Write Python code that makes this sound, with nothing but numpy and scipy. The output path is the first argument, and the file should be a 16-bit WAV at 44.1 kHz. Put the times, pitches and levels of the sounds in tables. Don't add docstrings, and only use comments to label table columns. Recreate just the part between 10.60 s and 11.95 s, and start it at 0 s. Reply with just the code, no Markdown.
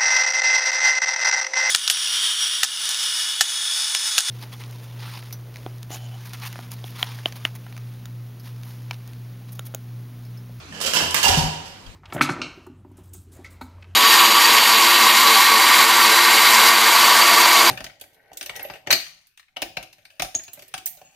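import sys
import numpy as np
from scipy import signal
from scipy.fft import rfft, irfft, next_fast_len
from scipy.io import wavfile
from scipy.ndimage import uniform_filter1d, map_coordinates

SR = 44100
rng = np.random.default_rng(int(sys.argv[2]) if len(sys.argv) > 2 else 0)


def master_out(mix):
    frames = np.transpose(np.atleast_2d(mix))
    ceiling = np.clip(frames, -1, 1)
    pcm = np.round(ceiling * 32767).astype(np.int16)
    wavfile.write(sys.argv[1], SR, pcm)


def ratio(d):
    e = np.asarray(d, float) / 20
    return 10 ** e


N = 59535
PIVOT_HZ = 4000

# (f/Hz, level/dB)
LEFT_ROOM = [(100, -1.5), (1000, 1.5), (3000, -4), (6000, -8.5), (14000, -3.5)]


def unit(x):
    return x / np.sqrt(np.mean(x ** 2) + 1e-20)


def along(points, hz):
    f, v = np.transpose(points)
    return np.interp(np.log(hz + 1), np.log(f + 1), v)


def filtered(x, response):
    n = x.shape[-1]
    m = next_fast_len(n + 8192)
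    return irfft(rfft(x, m) * response(np.fft.rfftfreq(m, 1 / SR)), m)[..., :n]


def tilt(hz, db_per_octave):
    return db_per_octave * np.log2((hz + 100) / PIVOT_HZ)


def pair(a, alike):
    def mid_and_side(hz):
        turn = np.arccos(np.clip(along(alike, hz), -1, 1)) / 2
        return np.array([np.cos(turn), np.sin(turn)])

    mid, side = filtered(a, mid_and_side)
    return np.array([mid + side, mid - side])


def ring(modes, rise_s, lift_db=0, spread=1):
    scatter_db, detune = 3.5, 0.0069
    t = np.arange(SR // 2) / SR
    hz, db, t60 = np.transpose(modes)[:, :, None]
    strength, pitch, phase = spread * rng.standard_normal((3, len(modes), 1))
    level = ratio(db + lift_db + scatter_db * strength - 60 * t / t60)
    waves = level * np.sin(2 * np.pi * hz * (1 + detune * pitch) * t + 1.14 * phase)
    return waves.sum(0) * (1 - np.exp(-t / rise_s))


def add(track, s, x):
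    i = round(s * SR)
    track[i:i + len(x)] += x


def kitchen(x):
    # (f/Hz, t60/s)
    room_decay = [(130, 0.31), (300, 0.89), (800, 0.79), (3000, 0.81), (7000, 0.68), (14000, 0.47)]
    # (f/Hz, level/dB)
    wet = [(100, 2), (800, 0.5), (3000, -0.5), (14000, 0.5)]
    # (f/Hz, likeness)
    room_alike = [(60, 0.41), (150, 0.97), (330, 0.7), (1000, -0.13), (8000, -0.071)]
    first_wall_s = 0.004
    block, out = SR // 10, np.zeros((2, N + 2 * SR))
    for i in range(0, N, block):
        hz, t, z = signal.stft(rng.standard_normal((2, SR)), SR, nperseg=256)
        z = z * ratio(-60 * t / along(room_decay, hz)[:, None])
        tail = signal.istft(z, SR, nperseg=256)[1][:, :SR]
        j = i + round(first_wall_s * SR)
        y = signal.fftconvolve(x[None, i:i + block], tail / np.linalg.norm(tail[0]), axes=1)
        out[:, j:j + y.shape[1]] += y
    both = pair(out[:, :N], room_alike)
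    return filtered(both, lambda hz: ratio(along(wet, hz) + [along(LEFT_ROOM, hz), 0 * hz]))


def trickle():
    # (f/Hz, level/dB per Hz)
    water_colour = [(60, -0.5), (100, -1.5), (180, -10), (400, -17.5), (1500, -18.5), (3000, -21.5),
                    (7000, -30), (12500, -42.5), (15000, -43)]
    # (f/Hz, likeness)
    water_alike = [(60, 1), (300, 0.69), (1500, 0.042), (8000, 0.092)]
    start_db, fade_db, calm_hz = -39.5, -3.5, 700
    z = signal.stft(rng.standard_normal((2, N)), nperseg=512)[2]
    patches = uniform_filter1d(rng.standard_normal(z.shape[1:]), size=6, axis=0)
    patches = unit(uniform_filter1d(patches, size=8, axis=1))
    patchiness = np.clip(np.fft.rfftfreq(512, 1 / SR) / calm_hz, 0, 1)[:, None]
    noise = signal.istft(z * ratio(2.6 * patches * patchiness), nperseg=512)[1][:, :N]
    both = pair(filtered(noise, lambda hz: ratio(along(water_colour, hz))), water_alike)
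    both = filtered(both, lambda hz: ratio([0.73 * along(LEFT_ROOM, hz), -0.4 * along(LEFT_ROOM, hz)]))
    return ratio(start_db + fade_db * np.arange(N) / N) * unit(both)


def grip():
    # (t/s, level/dB)
    hand_level = [
        (0, -64),
        (.64, -83),
        (.675, -34.5),
        (.875, -34.5),
        (0.901, -55),
        (1.24, -68),
        (1.279, -42),
        (1.35, -53),
    ]
    # (f/Hz, level/dB per Hz)
    hand_colour = [(12, -120), (22, -16), (40, -6.5), (70, -10), (130, -19.5), (400, -120)]
    s, db = np.transpose(hand_level)
    low = unit(filtered(rng.standard_normal(N), lambda hz: ratio(along(hand_colour, hz))))
    return ratio(np.interp(np.arange(N) / SR, s, db)) * low * ratio([[5], [-12]])


def basin():
    # (t/s, level/dB, upper modes over the lowest/dB)
    thumps = [(.04, -40, -29), (.095, -35.5, 5.5), (.145, -43.5, 9), (.26, -43, -8), (.345, -43, 16.5),
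              (.41, -32, 8), (.47, -40, 3.5), (.648, -24.5, -16), (.684, -21, -10), (.768, -28.5, 6.5),
              (.845, -31.5, -15)]
    # (f/Hz, level/dB, t60/s)
    basin_modes = [(52.7, -36, .2), (82.36, 0.5, 0.51), (157, -3.5, 0.23), (207, -4, 0.11), (252, -8, 0.24),
                   (340, -36, 0.028), (407, -31, 0.081)]
    out = np.zeros(N + SR)
    upper = np.transpose(basin_modes)[0][:, None] > 120
    for s, db, lift_db in thumps:
        boom = ring(basin_modes, rise_s=0.0024, lift_db=lift_db * upper, spread=0.39)
        add(out, s, ratio(db - 3.5) * boom)
    return out[:N]


def bowl():
    # (t/s, level/dB, upper modes over the lower/dB)
    knocks = [
        (.42, -32.5, -3),
        (.644, -14.5, -21),
        (.658, -20.5, -20),
        (.70, -16, 1),
        (.735, -28.5, 3.5),
        (.78, -25, 7),
        (.81, -29, 9.5),
        (.85, -37, 6),
        (.935, -36, 2),
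    ]
    # (f/Hz, level/dB, t60/s)
    bowl_modes = [(562, -7.5, 0.17), (682.4, -9.5, 0.18), (752, 3, 0.097), (790, 2.5, 0.097),
                  (860, -16, 0.013), (896, -3, 0.14), (938, -3, 0.064), (939.6, -2, 0.11)]
    out = np.zeros(N + SR)
    upper = np.transpose(bowl_modes)[0][:, None] > 900
    for s, db, lift_db in knocks:
        add(out, s, ratio(db - 6.5) * ring(bowl_modes, rise_s=0.0013, lift_db=lift_db * upper))
    return out[:N]


def cup():
    # (t/s, level/dB)
    taps = [
        (.345, -28.5),
        (.362, -23),
        (.415, -29.5),
        (.479, -27),
        (.56, -36),
        (.58, -37.5),
        (.655, -35),
        (.78, -29),
        (.89, -35),
    ]
    # (f/Hz, level/dB, t60/s)
    cup_modes = [(574, -14, 0.1), (672, -16, 0.15), (921, -6, 0.064), (992, 3.5, 0.2), (1386, -20, 0.18),
                 (1580, -26, 0.037)]
    out = np.zeros(N + SR)
    for s, db in taps:
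        add(out, s, ratio(db) * ring(cup_modes, rise_s=0.0013, spread=0.58))
    return out[:N]


def snap():
    start_s, level_db, centre_hz, t60 = 0.5442, -9, 14940, 0.013
    out, t = np.zeros(N), np.arange(SR // 20) / SR
    noise = rng.standard_normal(len(t))
    tick = unit(filtered(noise, lambda hz: np.exp(-((hz - centre_hz) / 1200) ** 2)))
    add(out, start_s, ratio(level_db - 60 * t / t60) * tick)
    return out


def clinks():
    # (t/s, f/Hz, level/dB, t60/s)
    struck_notes = [(.088, 280, -39.5, 0.1), (.123, 1810, -32, 0.061), (0.23, 2850, -24, 0.041),
                    (.248, 533, -29, 0.21), (.263, 3040, -34, 0.039), (0.26, 4670, -29, .05),
                    (.268, 4850, -22, 0.073), (0.211, 5400, -20, 0.036), (.333, 520, -28.5, 0.057),
                    (.336, 2860, -15, 0.062), (0.349, 1462, -22, 0.14), (.362, 4490, -17, 0.035),
                    (.372, 5280, -18, 0.086), (.362, 2700, -16, .1), (0.367, 2920, -20, 0.03),
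                    (0.404, 2700, -22, .06), (.425, 2826, -21, 0.066), (0.546, 3250, -36, .03),
                    (.545, 2850, -30, 0.024), (.548, 2097, -8, 0.02), (.562, 1630, -18, 0.044),
                    (.575, 2840, -21, 0.091), (0.629, 2730, -14.5, 0.13), (.63, 4440, -10.5, 0.03),
                    (.63, 6370, -15, 0.078), (0.638, 2730, -10, 0.049), (.643, 765, -9.5, 0.048),
                    (.67, 800, -15.5, 0.089), (0.648, 4750, -13.5, 0.04), (0.653, 2780, -9.5, 0.16),
                    (.652, 2843, -12.5, 0.15), (.636, 965, -22, 0.17), (.667, 892.5, -15, 0.065),
                    (0.681, 5550, -12, .05), (.683, 4760, -11, 0.035), (.684, 790, -15.5, 0.14),
                    (0.698, 2880, -19, 0.033), (.71, 3070, -15, 0.031), (.735, 820, -23, 0.04),
                    (0.745, 2900, -9, 0.03), (0.753, 3000, -23, 0.029), (.76, 3660, -26.5, 0.45),
                    (.692, 4750, -22, 0.032), (0.767, 4590, -18, 0.041), (0.774, 3040, -25, 0.03),
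                    (.775, 934, -19, 0.23), (.793, 2840, -20, 0.035), (0.808, 2860, -14.5, 0.046),
                    (0.789, 5450, -24, .1), (.88, 792, -31, .08), (1.265, 3250, -34, .04),
                    (1.263, 4700, -40, .03)]
    # (t/s, f/Hz, level/dB, t60/s)
    basin_notes = [
        (0.77, 79, -19, 0.17),
        (.655, 201, -27, 0.12),
        (.77, 155, -9.5, 0.19),
        (0.83, 157, -20, 0.35),
        (0.88, 160, -23, 0.13),
        (0.42, 390, -34.5, 0.074),
        (1.24, 264, -44.5, .15),
    ]
    swell_cycles = 0.48
    out, t = np.zeros(N + SR), np.arange(SR // 3) / SR
    for s, hz, db, t60 in struck_notes + basin_notes:
        swell = 1 - np.exp(-t * hz / swell_cycles)
        add(out, s, ratio(db - 60 * t / t60) * np.sin(2 * np.pi * hz * t) * swell)
    return out[:N]


def scrapes():
    # (start t/s, length/s, level/dB, brightness/dB per octave)
    grating = [(.126, 0.11, -41, -4.5), (.21, 0.042, -30, 2.5), (.228, 0.025, -31, -4.5),
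               (.242, 0.017, -26, -3.5), (.257, 0.033, -21, -1.5), (.335, 0.032, -22, 2.5),
               (.35, 0.051, -21, -2.5), (.395, 0.044, -27.5, -4.5), (.546, 0.055, -23, -2),
               (.63, 0.047, -17.5, -0.5), (.678, 0.024, -16, -2.5), (.705, 0.045, -27.5, -5),
               (.77, 0.044, -24.5, -1.5), (1.04, 0.068, -44, -2.5), (1.264, 0.0083, -49.5, -1.5)]
    # (f/Hz, width/Hz, level/dB)
    resonances = [(598, 1160, -18.5), (1490, 440, -11), (2940, 412, -1), (4610, 600, -2), (5530, 1060, -4),
                  (7630, 1100, -7.5), (11280, 2100, -14.5), (15200, 770, -19.5)]
    slips_per_s, rough_db = 445.5, 2.5
    out, u = np.zeros(N + SR), np.arange(SR // 8) / SR

    def body(f):
        total = 0
        for j, (centre, width, db) in enumerate(resonances):
            band = 1j * f * width / (centre * centre - f * f + 1j * f * width)
            total = total + (-1) ** j * ratio(db) * band
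        return total

    for s, length, db, tilt_db in grating:
        slips = ratio(rough_db * map_coordinates(rng.standard_normal(200), [u * slips_per_s]))
        rub = rng.standard_normal(len(u)) * slips
        swell = np.sin(np.pi * np.clip(u / length, 0, 1) ** 0.63)
        add(out, s, ratio(db + 3.5) * swell * unit(filtered(rub, lambda f: ratio(tilt(f, tilt_db)) * body(f))))
    return out[:N]


def crockery():
    # (t/s, crack level/dB, plate ring over the crack/dB, brightness/dB per octave)
    contacts = [(.1245, -29.5, -4, -4.5), (.149, -30, -1, -3), (.2025, -15, -14, -2.5),
                (.2126, -9, -24, -1.5), (.2625, -11, -29, 0.5), (.279, -15, -18, -5.5),
                (.3345, -6.5, -6.5, -3), (.353, -20, 0, -5.5), (.368, -10.5, -3, -2.5),
                (.4043, -12, -5, -6), (.508, -12, -29, 2), (.5439, 0.5, -38, -1), (.63, -7.5, -2.5, 5.5),
                (.6448, -15, 3, -6), (.6543, -7.5, -16, -3.5), (.6803, -6, -28, 1.5), (.6936, -9, -30, -2),
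                (.7435, -10.5, -12, -2.5), (.7744, -15.5, -4, 13), (.80, -20, -27, -7)]
    # (f/Hz, level/dB, t60/s)
    plate_modes = [(1673, 1, 0.056), (2090, -5, 0.063), (2700, -10, 0.048), (2470, -19, 0.034),
                   (2850, 0, 0.084), (3067, 8, 0.022), (3000, 2, 0.057), (4300, -21, 0.025),
                   (4780, -30, 0.094), (5600, -25, 0.018), (6400, -10, 0.013)]
    # (f/Hz, level/dB per Hz)
    crack_colour = [(100, -40), (500, -15.5), (1300, -9), (2800, -8.5), (5000, -4), (11500, -9),
                    (13000, -19), (15000, -31)]
    crack_t60, rise_s = 0.026, 0.001
    out, t = np.zeros(N + SR), np.arange(SR // 8) / SR
    shape = ratio(-60 * t / crack_t60) * (1 - np.exp(-t / rise_s))
    for s, db, ring_db, tilt_db in contacts:
        noise = rng.standard_normal(len(t))
        crack = unit(filtered(noise, lambda hz: ratio(along(crack_colour, hz) + tilt(hz, tilt_db))))
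        add(out, s, ratio(db - 4) * shape * crack)
        add(out, s, ratio(db + ring_db - 11) * ring(plate_modes, rise_s=0.00034))
    return out[:N]


def scene():
    # (f/Hz, level/dB)
    left_direct = [(100, 3.5), (600, -2.5), (2000, -4.5), (5000, -76), (9000, -41), (14000, -6)]
    left_lag_s, low_cut_hz = 0.00019, 43.3
    sink = crockery() + bowl() + basin() + scrapes()
    held, tick, notes = cup(), snap(), clinks()

    def to_ports(hz):
        left = ratio(along(left_direct, hz)) * np.exp(-2j * np.pi * hz * left_lag_s)
        return np.array([left, 1 + 0 * hz])

    direct = filtered(sink + held + tick + notes, to_ports)
    room = kitchen(sink + ratio(-5) * tick + ratio(-10) * notes + ratio(-6) * held)
    air = filtered(direct + room + trickle(), lambda hz: (1j * hz / (low_cut_hz + 1j * hz)) ** 5)
    return air + grip()


def top_cut(x):
    return signal.sosfilt(signal.butter(12, 16640, fs=SR, output="sos"), x)


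def record(dry):
    top_hz, top_width_hz = 15500, 110
    mix = dry / (1 + np.abs(dry) ** 6) ** (1 / 6)

    def band_limit(hz):
        return ratio(-26 / (1 + np.exp(np.clip((top_hz - hz) / top_width_hz, -50, 50))))

    return top_cut(filtered(mix, band_limit))


dry = scene()
out = record(dry)
master_out(out)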